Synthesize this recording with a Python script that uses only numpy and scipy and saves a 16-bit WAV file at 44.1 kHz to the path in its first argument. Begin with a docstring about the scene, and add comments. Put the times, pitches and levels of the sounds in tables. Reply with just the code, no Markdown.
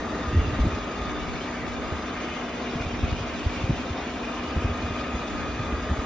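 """On a wooden floor, a robot vacuum cleaner turns about, heard from just above.
Its suction fan hums and drives turbulent air through the resonant shell and ducts, so the colour
of the rush shifts as the machine swings round. The brush motor drones at multiples of its shaft
rate, the drive gears whine under load and the rolling wheels rumble. Dull, rattling thumps come
now and then, and faint draughts brush the microphones."""
import sys
import numpy as np
from scipy import signal
from scipy.fft import rfft, irfft
from scipy.io import wavfile
from scipy.ndimage import uniform_filter1d

SR = 44100
rng = np.random.default_rng(int(sys.argv[2]) if len(sys.argv) > 2 else 0)


def digitize_waveform(pressure):
    """Quantize a signal to 16-bit integers and store it at the path in sys.argv[1].

    Rows of a 2-D input are taken as channels; values are limited to [-1, 1].
    """
    field = np.atleast_2d(pressure).T
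    bounded = np.clip(field, -1, 1)
    quanta = np.round(bounded * 32767).astype(np.int16)
    wavfile.write(sys.argv[1], SR, quanta)


N = 266893
TIME = np.arange(N) / SR
FREQS = np.maximum(np.arange(N // 2 + 1) * SR / N, 1)
SIDES = np.array([[1], [-1]])  # left, right

# Levels in the tables are relative: each source applies its own gain to them.
# how far the machine has swung from its first heading (0 to 1): time_s, swung_share
HEADING = [(0, 0.08), (.8, 0.42), (1.8, 0.32), (2.3, 0.59), (2.8, 0.93), (3.9, 0.74), (4.4, 0.69),
           (4.9, 0.6), (5.4, 0.27), (6.05, 0.19)]
# turbulent air at the first heading: frequency_hz, density_db
AIR_SPECTRUM = [(30, -22.5), (100, -18.5), (170, 2.5), (280, 1.5), (520, -3), (680, -2), (850, -7),
                (1150, -5), (1450, -8.5), (2300, -12.5), (3100, -16), (3800, -21.5), (4300, -23),
                (7300, -34.5)]
# change of its colour when swung round: frequency_hz, gain_db
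SWUNG_COLOUR = [(170, -0.5), (320, 2), (450, 1.5), (750, 0.5), (1200, 2), (1700, -0.5), (2600, 2),
                (3700, 2), (5300, 0), (7000, -1)]
# resonances of shell and ducts: centre_hz, width_hz, first_heading_db, swung_db
DUCT_RESONANCES = [(440, 84, 5, -0.5), (650, 24, 2, -2.5), (686, 67, -1.5, 3.5), (860, 81, 3.5, 2.5),
                   (1190, 68, 3, -2), (1770, 270, 4, -0.5), (2420, 200, -1, 7), (2760, 77, 2.5, 3.5),
                   (3460, 96, 4, 0), (3550, 120, 4.5, 1.5), (3690, 140, 5, 1), (4050, 150, 4.5, -0.5),
                   (4840, 280, 7, 2), (5440, 290, 3, 6), (6050, 330, 6.5, 5.5), (6500, 360, 9, 7),
                   (7050, 650, 7.5, 5)]
# the rush below about 1.2 kHz: time_s, level_db
BODY_LEVEL = [(0, 0), (.6, 0), (1.05, -0.5), (1.35, -1.5), (2.6, -1), (3.4, -1.4), (4.3, -0.8),
              (6.05, -0.5)]
# the rush above about 2.9 kHz: time_s, level_db
TREBLE_LEVEL = [(0, 0.5), (1.05, 0.8), (1.5, 0.5), (2.1, -0.5), (2.8, 1.8), (3.3, 3), (4.3, 1), (5.0, 1.3),
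                (6.05, -0.5)]
# breathy swells of the air: peak_s, half_length_s, centre_hz, width_hz, level_db
AIR_SWELLS = [(0.199, 0.63, 1890, 169, -48.5), (.3, 0.11, 6070, 131, -69), (0.48, 0.15, 2730, 320, -45),
              (1.104, .14, 3560, 300, -50.5), (1.402, 0.6, 2270, 340, -47.5), (2.155, 0.44, 1565, 304, -51),
              (2.3, 0.28, 2125, 150, -47), (2.335, 0.11, 3025, 120, -46.5), (4.5, 0.16, 2940, 252, -49),
              (5.203, 1, 2460, 240, -46.5), (5.25, .55, 3470, 300, -53)]
# reflections from floor and furniture: first_heading_delay_s, swung_delay_s, gain_db
REFLECTIONS = [(.0079, 0.0076, -19.5), (0.0135, 0.0159, -14.5)]
# likeness of the noise at left and right: frequency_hz, coherence_ratio
COHERENCE = [(60, .98), (150, .93), (260, .97), (500, .95), (780, .7), (950, .63), (1150, .72), (1400, .91),
             (2050, .94), (2400, .58), (2850, .5), (3150, .22), (3400, .63), (3700, .81), (4000, .68),
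             (4400, .17), (5300, .62), (5700, .32), (6400, .44), (6750, .3), (6950, .87)]
# phase by which the left side leads: frequency_hz, lead_rad
LEFT_LEAD = [(100, -.08), (500, -.05), (780, -.25), (1150, -.22), (1400, 0), (2050, .07), (2600, 1.35),
             (3150, 1.45), (3400, .3), (3900, .18), (4300, .95), (4800, .1), (5600, .15), (6050, 1.3),
             (6950, 3.1)]
# level of the left side over the right: frequency_hz, balance_db
LEFT_BALANCE = [(100, 0.1), (600, 0.5), (1050, 4.5), (1450, 0.2), (2600, -0.5), (3300, 1.5), (4600, -1.5),
                (5300, 0.5), (7000, 0)]
# partials of the suction fan: shaft_multiple, level_db
FAN_PARTIALS = [(1, -40), (3, -53), (8, -63.5)]
# partials of the brush motor: shaft_multiple, level_db
BRUSH_PARTIALS = [(1, -45), (5.31, -56), (10, -63.5)]
# high motor partials flare into faint whistles: peak_s, half_length_s, shaft_multiple, boost_db
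WHISTLES = [(1.0, .2, 8, 6), (2.35, .17, 10, 12), (2.5, 0.27, 8, 14.5), (4.65, .2, 8, 4.5),
            (5.883, 0.15, 8, 13)]
# partials of the gear whine: mesh_multiple, level_db
GEAR_PARTIALS = [(.5, -8), (.976, -10), (1, -1.5), (1.056, -9), (2, -23)]
# tooth-meshing rate, sagging and recovering with the load: time_s, pitch_hz
MESH_PITCH = [(0, 1212), (.15, 1215), (.35, 1227), (.8, 1233), (1.2, 1234), (1.38, 1225), (1.5, 1232),
              (1.63, 1218), (1.8, 1234), (2.1, 1234), (2.5, 1227), (4.4, 1228), (4.95, 1238), (5.55, 1240),
              (5.63, 1225), (5.85, 1237), (6.05, 1239)]
# spells when the gears whine under load: start_s, end_s, level_db
GEAR_LOADS = [(.05, 1.1, -41), (1.85, 2.1, -42), (4.62, 6.05, -41)]
# colour of the rumble: frequency_hz, density_db
RUMBLE_SPECTRUM = [(15, -30), (32, -12.5), (48, 3.5), (72, 4), (110, -4.5), (170, -12), (300, -28),
                   (700, -52.5)]
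# spells of louder rumble: start_s, end_s, level_db
RUMBLE_SPELLS = [(.34, .72, -33.5), (2.85, 3.2, -40), (3.5, 3.75, -41.5), (4.58, 4.92, -40),
                 (5.5, 5.8, -38)]
# modes of the rattling parts: pitch_hz, level_db, t60_s
RATTLE_RESONANCES = [(55, -5, 0.11), (119, -0.5, .06), (165, 0.5, 0.036), (228, -3, .045),
                     (310, -3.5, 0.039)]
# dull thumps and their rattles: start_s, level_db, settled_pitch_hz, swell_s, rattle_db
THUMPS = [(0.262, -23.5, 66.3, .023, -41.5), (0.321, -24, 88, 0.0067, -28),
          (0.347, -10.8, 77.2, 0.032, -25.5), (.372, -19, 44, .026, -30), (0.41, -25.5, 80, 0.011, -33),
          (0.463, -24, 88, .024, -31), (.528, -20.5, 99, .0082, -32), (.581, -14.5, 57.7, .035, -23),
          (0.633, -21.5, 87.3, 0.0094, -31), (0.649, -15.5, 182.3, .0065, -29.5),
          (0.66, -21, 95, 0.011, -36.5), (.706, -27, 58.3, 0.028, -38), (.996, -26.5, 58.4, .025, -37),
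          (1.909, -27, 78.4, .027, -28.5), (2.751, -23, 85, 0.0062, -36), (2.803, -23.5, 75, 0.007, -39),
          (2.846, -29, 80, 0.036, -33), (2.926, -29, 72, 0.013, -32.5), (3.026, -17.5, 66.4, 0.017, -26),
          (3.114, -21, 66, 0.014, -28), (3.2, -27.5, 84, 0.013, -42), (3.455, -15.5, 70, 0.014, -27.5),
          (3.632, -23, 70, 0.012, -30), (3.689, -19.5, 106, 0.016, -24), (3.714, -21, 58, .015, -36),
          (3.896, -24.5, 72, .018, -33), (4.553, -19, 76, 0.025, -24.5), (4.641, -19.5, 70.4, 0.013, -31),
          (4.684, -22, 72, .025, -32), (4.819, -23, 78, 0.029, -31), (4.896, -24, 80, 0.013, -37.5),
          (5.135, -25, 56, .021, -37), (5.592, -22, 90, 0.013, -33.5), (5.719, -23, 62, 0.027, -32),
          (5.895, -21, 69, 0.028, -30.5), (5.979, -24.5, 61.6, 0.015, -33)]
# puffs of air on the microphones: start_s, end_s, level_db
DRAUGHT_SPELLS = [(.58, .75, -50), (1.08, 1.36, -44), (1.62, 1.95, -47.5), (2.99, 3.14, -41),
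                  (3.25, 3.82, -50.5), (5.32, 5.47, -44.5)]
# colour of those puffs: frequency_hz, density_db
DRAUGHT_SPECTRUM = [(15, -12.5), (40, -0.5), (80, 4), (160, -2.5), (300, -14), (450, -20), (900, -38),
                    (3000, -51)]


def from_db(db):
    """Amplitude ratio of a level in decibels."""
    return 10 ** (np.asarray(db) / 20)


def unit_rms(x):
    """Normalisation to unit mean power."""
    return x / np.sqrt(np.mean(x ** 2) + 1e-20)


def over_time(points):
    """Linear interpolation of a curve at every sample."""
    return np.interp(TIME, *np.transpose(points))


def over_hz(points):
    """Interpolation of a spectrum along logarithmic frequency."""
    hz, value = np.transpose(points)
    return np.interp(np.log(FREQS), np.log(hz), value)


def drift(rate_hz):
    """Low-passed noise: a slow random fluctuation of unit power."""
    step = 50
    white = rng.standard_normal(N // step + 2)
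    hz = np.fft.rfftfreq(len(white), step / SR)
    slow = irfft(rfft(white) / (1 + (hz / rate_hz) ** 2), len(white))
    return np.interp(np.arange(N) / step, np.arange(len(slow)), unit_rms(slow))


def resonance(hz, width_hz):
    """Lorentzian resonance curve, 1 at its centre."""
    return 1 / (1 + (2 * (FREQS - hz) / width_hz) ** 2)


def bell(peak_s, half_length_s):
    """Gaussian envelope, down to 1/e at half_length_s from its peak."""
    return np.exp(-((TIME - peak_s) / half_length_s) ** 2)


def spells(rows, rise_s, fall_s):
    """Trapezoidal envelopes, each at full level from its start to its end."""
    return sum(from_db(db) * np.interp(TIME, [start - rise_s, start, end, end + fall_s], [0, 1, 1, 0])
               for start, end, db in rows)


def pulse(start_s, swell_s):
    """Envelope with a quadratic onset and Gaussian decay, reaching 1 after swell_s."""
    rise = (np.maximum(TIME - start_s, 0) / swell_s) ** 2
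    return rise * np.exp(1 - np.minimum(rise, 20))


def stereo_noise():
    """Partial coherence: a noise spectrum mixed for two microphones from sum and difference parts."""
    mid, side = rfft(rng.standard_normal((2, N)))
    coherence = over_hz(COHERENCE)
    pair = np.sqrt(1 + coherence) * mid + SIDES * np.sqrt(1 - coherence) * side
    balance = from_db(SIDES * over_hz(LEFT_BALANCE) / 2)
    return pair * balance * np.exp(.5j * SIDES * over_hz(LEFT_LEAD))


def air_rush(gain_db, flicker_db, swish_db, exhaust_db):
    """Duct resonances filter turbulence; as the machine turns, other openings face the listener."""
    swung = over_time(HEADING)
    turbulence = stereo_noise() * from_db(over_hz(AIR_SPECTRUM))
    first_db = sum(db * resonance(hz, width) for hz, width, db, _ in DUCT_RESONANCES)
    turned_db = sum(db * resonance(hz, width) for hz, width, _, db in DUCT_RESONANCES)
    first = turbulence * from_db(first_db)
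    turned = turbulence * from_db(over_hz(SWUNG_COLOUR) + turned_db)
    body = 1 / (1 + (FREQS / 1200) ** 6)
    exhaust = 1 - 1 / (1 + (FREQS / 2900) ** 8)
    swish = 1 - body - exhaust
    out = 0
    for share, db in [(body, over_time(BODY_LEVEL)), (swish, swish_db),
                      (exhaust, exhaust_db + over_time(TREBLE_LEVEL))]:
        band = (1 - swung) * irfft(first * share, N) + swung * irfft(turned * share, N)
        out += band * from_db(db + flicker_db * drift(rate_hz=27))
    return from_db(gain_db) * out / irfft(first, N).std()


def waver(x, depth_db, rate_hz, full_depth_hz):
    """Random amplitude modulation: narrow bands wax and wane, most deeply in the treble."""
    hz, frame_s, cells = signal.stft(x, SR, nperseg=1024)
    frames = len(frame_s)
    pole = np.exp(-2 * np.pi * rate_hz * (frame_s[1] - frame_s[0]))
    white = rng.standard_normal((len(hz), 3 * frames))
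    slow = signal.filtfilt([1 - pole], [1, -pole], white)[:, frames:2 * frames]
    slow = unit_rms(uniform_filter1d(slow, size=2, axis=0))  # neighbouring bands move partly together
    gain = from_db(depth_db * slow * np.minimum(hz / full_depth_hz, 1)[:, None])
    return signal.istft(cells * gain, SR, nperseg=1024)[1][:, :N]


def air_swells():
    """Band-limited noise under slow envelopes: narrow parts of the rush rise and sink."""
    noise = stereo_noise()
    out = 0
    for peak_s, half_length_s, hz, width_hz, db in AIR_SWELLS:
        band = unit_rms(irfft(noise * resonance(hz, width_hz) ** 2, N))
        out += from_db(db) * bell(peak_s, half_length_s) * band
    return out


def reflections(x):
    """Comb filtering: direct sound interferes with echoes whose paths change as the machine turns."""
    swung = over_time(HEADING)
    out = x
    for first_s, turned_s, db in REFLECTIONS:
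        sent_s = TIME - first_s - (turned_s - first_s) * swung
        out = out + from_db(db) * np.array([np.interp(sent_s, TIME, channel) for channel in x])
    return out


def rotor(hz, partials, wobble_share, flutter_db, flutter_hz):
    """Rotation locks partials to one wavering rate; each flutters in level on its own."""
    angle = 2 * np.pi * np.cumsum(hz * (1 + wobble_share * drift(rate_hz=5.47))) / SR
    out = 0
    for multiple, db in partials:
        amplitude = np.sqrt(2) * from_db(db + flutter_db * drift(flutter_hz))
        out += amplitude * np.sin(multiple * angle + rng.uniform(0, 2 * np.pi))
    return out


def with_whistles(partials):
    """Level modulation lifts a high motor partial briefly into a whistle."""
    for multiple, db in partials:
        boost_db = sum(up_db * bell(peak_s, half_length_s)
                       for peak_s, half_length_s, flaring, up_db in WHISTLES if flaring == multiple)
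        yield multiple, db + boost_db


def suction_fan(shaft_hz, gain_db, swung_db):
    """Harmonics of the shaft rate make a hum, louder as the machine swings round."""
    hum = rotor(shaft_hz, with_whistles(FAN_PARTIALS), wobble_share=.0011, flutter_db=2.1, flutter_hz=20)
    return from_db(gain_db + swung_db * over_time(HEADING)) * hum


def brush_motor(shaft_hz, gain_db):
    """Nearly steady rotation radiates a drone at multiples of the shaft rate."""
    partials = with_whistles(BRUSH_PARTIALS)
    return from_db(gain_db) * rotor(shaft_hz, partials, wobble_share=.002, flutter_db=2.5, flutter_hz=4.8)


def drive_gears(gain_db, idle_db, teeth, rasp_db, throb_depth, pan_db, left_lag_s):
    """Meshing teeth whine, louder under load; their unevenness adds a rasp that throbs once a turn."""
    mesh_hz = over_time(MESH_PITCH)
    load = from_db(idle_db) + spells(GEAR_LOADS, rise_s=.42, fall_s=.42)
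    throb = 1 + throb_depth * np.sin(2 * np.pi * np.cumsum(mesh_hz / teeth) / SR)
    smear = irfft(rfft(rng.standard_normal(N)) * resonance(mesh_hz.mean(), width_hz=170) ** 2, N)
    rasp = from_db(rasp_db) * unit_rms(throb * smear)
    whine = rotor(mesh_hz, GEAR_PARTIALS, wobble_share=.0018, flutter_db=3.0, flutter_hz=25)
    gears = from_db(gain_db) * load * (whine + rasp)
    left = np.interp(TIME - left_lag_s, TIME, gears)
    return np.array([left, gears]) * from_db(pan_db * SIDES / 2)


def room(x, wet_db, t60_s):
    """Diffuse reverberation: an exponentially decaying tail, independent at each microphone."""
    tail = rng.standard_normal((2, SR // 2)) * from_db(-60 * TIME[:SR // 2] / t60_s)
    tail /= np.sqrt(np.sum(tail ** 2, axis=1, keepdims=True))
    return x + from_db(wet_db) * signal.fftconvolve(x * np.ones((2, 1)), tail, axes=1)[:, :N]


def wheel_rumble(gain_db, roll_db, swung_db):
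    """Low rolling noise adds in power to louder spells that gather round the thumps."""
    rolling = from_db(roll_db + swung_db * over_time(HEADING))
    envelope = np.hypot(rolling, spells(RUMBLE_SPELLS, rise_s=.17, fall_s=.18))
    noise = irfft(stereo_noise() * from_db(over_hz(RUMBLE_SPECTRUM)), N)
    return from_db(gain_db) * envelope * unit_rms(noise)


def rattle(gain_db, contacts_per_s, lead_s, swell_s):
    """Random contacts excite damped low modes, in a short run beginning just before each thump."""
    strikes = rng.random(N) < contacts_per_s / SR
    contacts = strikes * rng.standard_normal((len(RATTLE_RESONANCES), N))
    ringing = 0
    for clicks, (hz, db, t60_s) in zip(contacts, RATTLE_RESONANCES):
        radius, angle = from_db(-60 / (t60_s * SR)), 2 * np.pi * hz / SR
        feedback = [1, -2 * radius * np.cos(angle), radius ** 2]
        ringing += from_db(db) * signal.lfilter([0, np.sin(angle)], feedback, clicks + 1e-18)
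    envelope = sum(from_db(db) * pulse(start_s - lead_s, swell_s) for start_s, *_, db in THUMPS)
    return from_db(gain_db) * unit_rms(ringing) * envelope


def thumps(gain_db, sharp_share, settle_s):
    """Heavily damped oscillation: a soft, heavy push swells, sinks in pitch and dies in a few cycles."""
    out = np.zeros(N)
    for start_s, db, hz, swell_s, _ in THUMPS:
        age_s = np.maximum(TIME - start_s, 0)
        cycles = hz * (age_s + sharp_share * settle_s * (1 - np.exp(-age_s / settle_s)))
        out += from_db(db + gain_db) * pulse(start_s, swell_s) * np.sin(2 * np.pi * cycles)
    return out


def draughts(gain_db):
    """Puffs of air brush each microphone separately; uncorrelated pressures sound wide."""
    noise = irfft(rfft(rng.standard_normal((2, N))) * from_db(over_hz(DRAUGHT_SPECTRUM)), N)
    return from_db(gain_db) * spells(DRAUGHT_SPELLS, rise_s=.037, fall_s=.057) * unit_rms(noise)


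def scene():
    """Superposition of the rush, the motor tones, the rumble, the knocks and the draughts."""
    flow = air_rush(gain_db=-32.5, flicker_db=1.0, swish_db=-0.63, exhaust_db=-0.52)
    flow = waver(flow, depth_db=3.0, rate_hz=14.0, full_depth_hz=2800)
    rush = reflections(flow + air_swells())
    fan = suction_fan(shaft_hz=241.7, gain_db=-2.0, swung_db=3.0)
    brush = brush_motor(shaft_hz=300.3, gain_db=-0.5)
    gears = drive_gears(gain_db=-3.5, idle_db=-53.5, teeth=18, rasp_db=-7, throb_depth=0.9,
                        pan_db=1.0, left_lag_s=45e-6)
    hum = room(fan + brush + gears, wet_db=-29.0, t60_s=0.54)
    thuds = thumps(gain_db=0.4, sharp_share=0.81, settle_s=0.01)
    rattles = rattle(gain_db=0.5, contacts_per_s=220, lead_s=.008, swell_s=.02)
    knocks = room(thuds + rattles, wet_db=-22.5, t60_s=0.33)
    rumble = wheel_rumble(gain_db=2.0, roll_db=-41.5, swung_db=-5.5)
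    return rush + hum + rumble + knocks + draughts(gain_db=4.0)


def record(dry):
    """An elliptic low-pass filter cuts the top steeply."""
    cutoff_hz = 7480
    return signal.sosfilt(signal.ellip(12, .1, 80, cutoff_hz, fs=SR, output="sos"), dry)


dry = scene()
out = record(dry)
digitize_waveform(out)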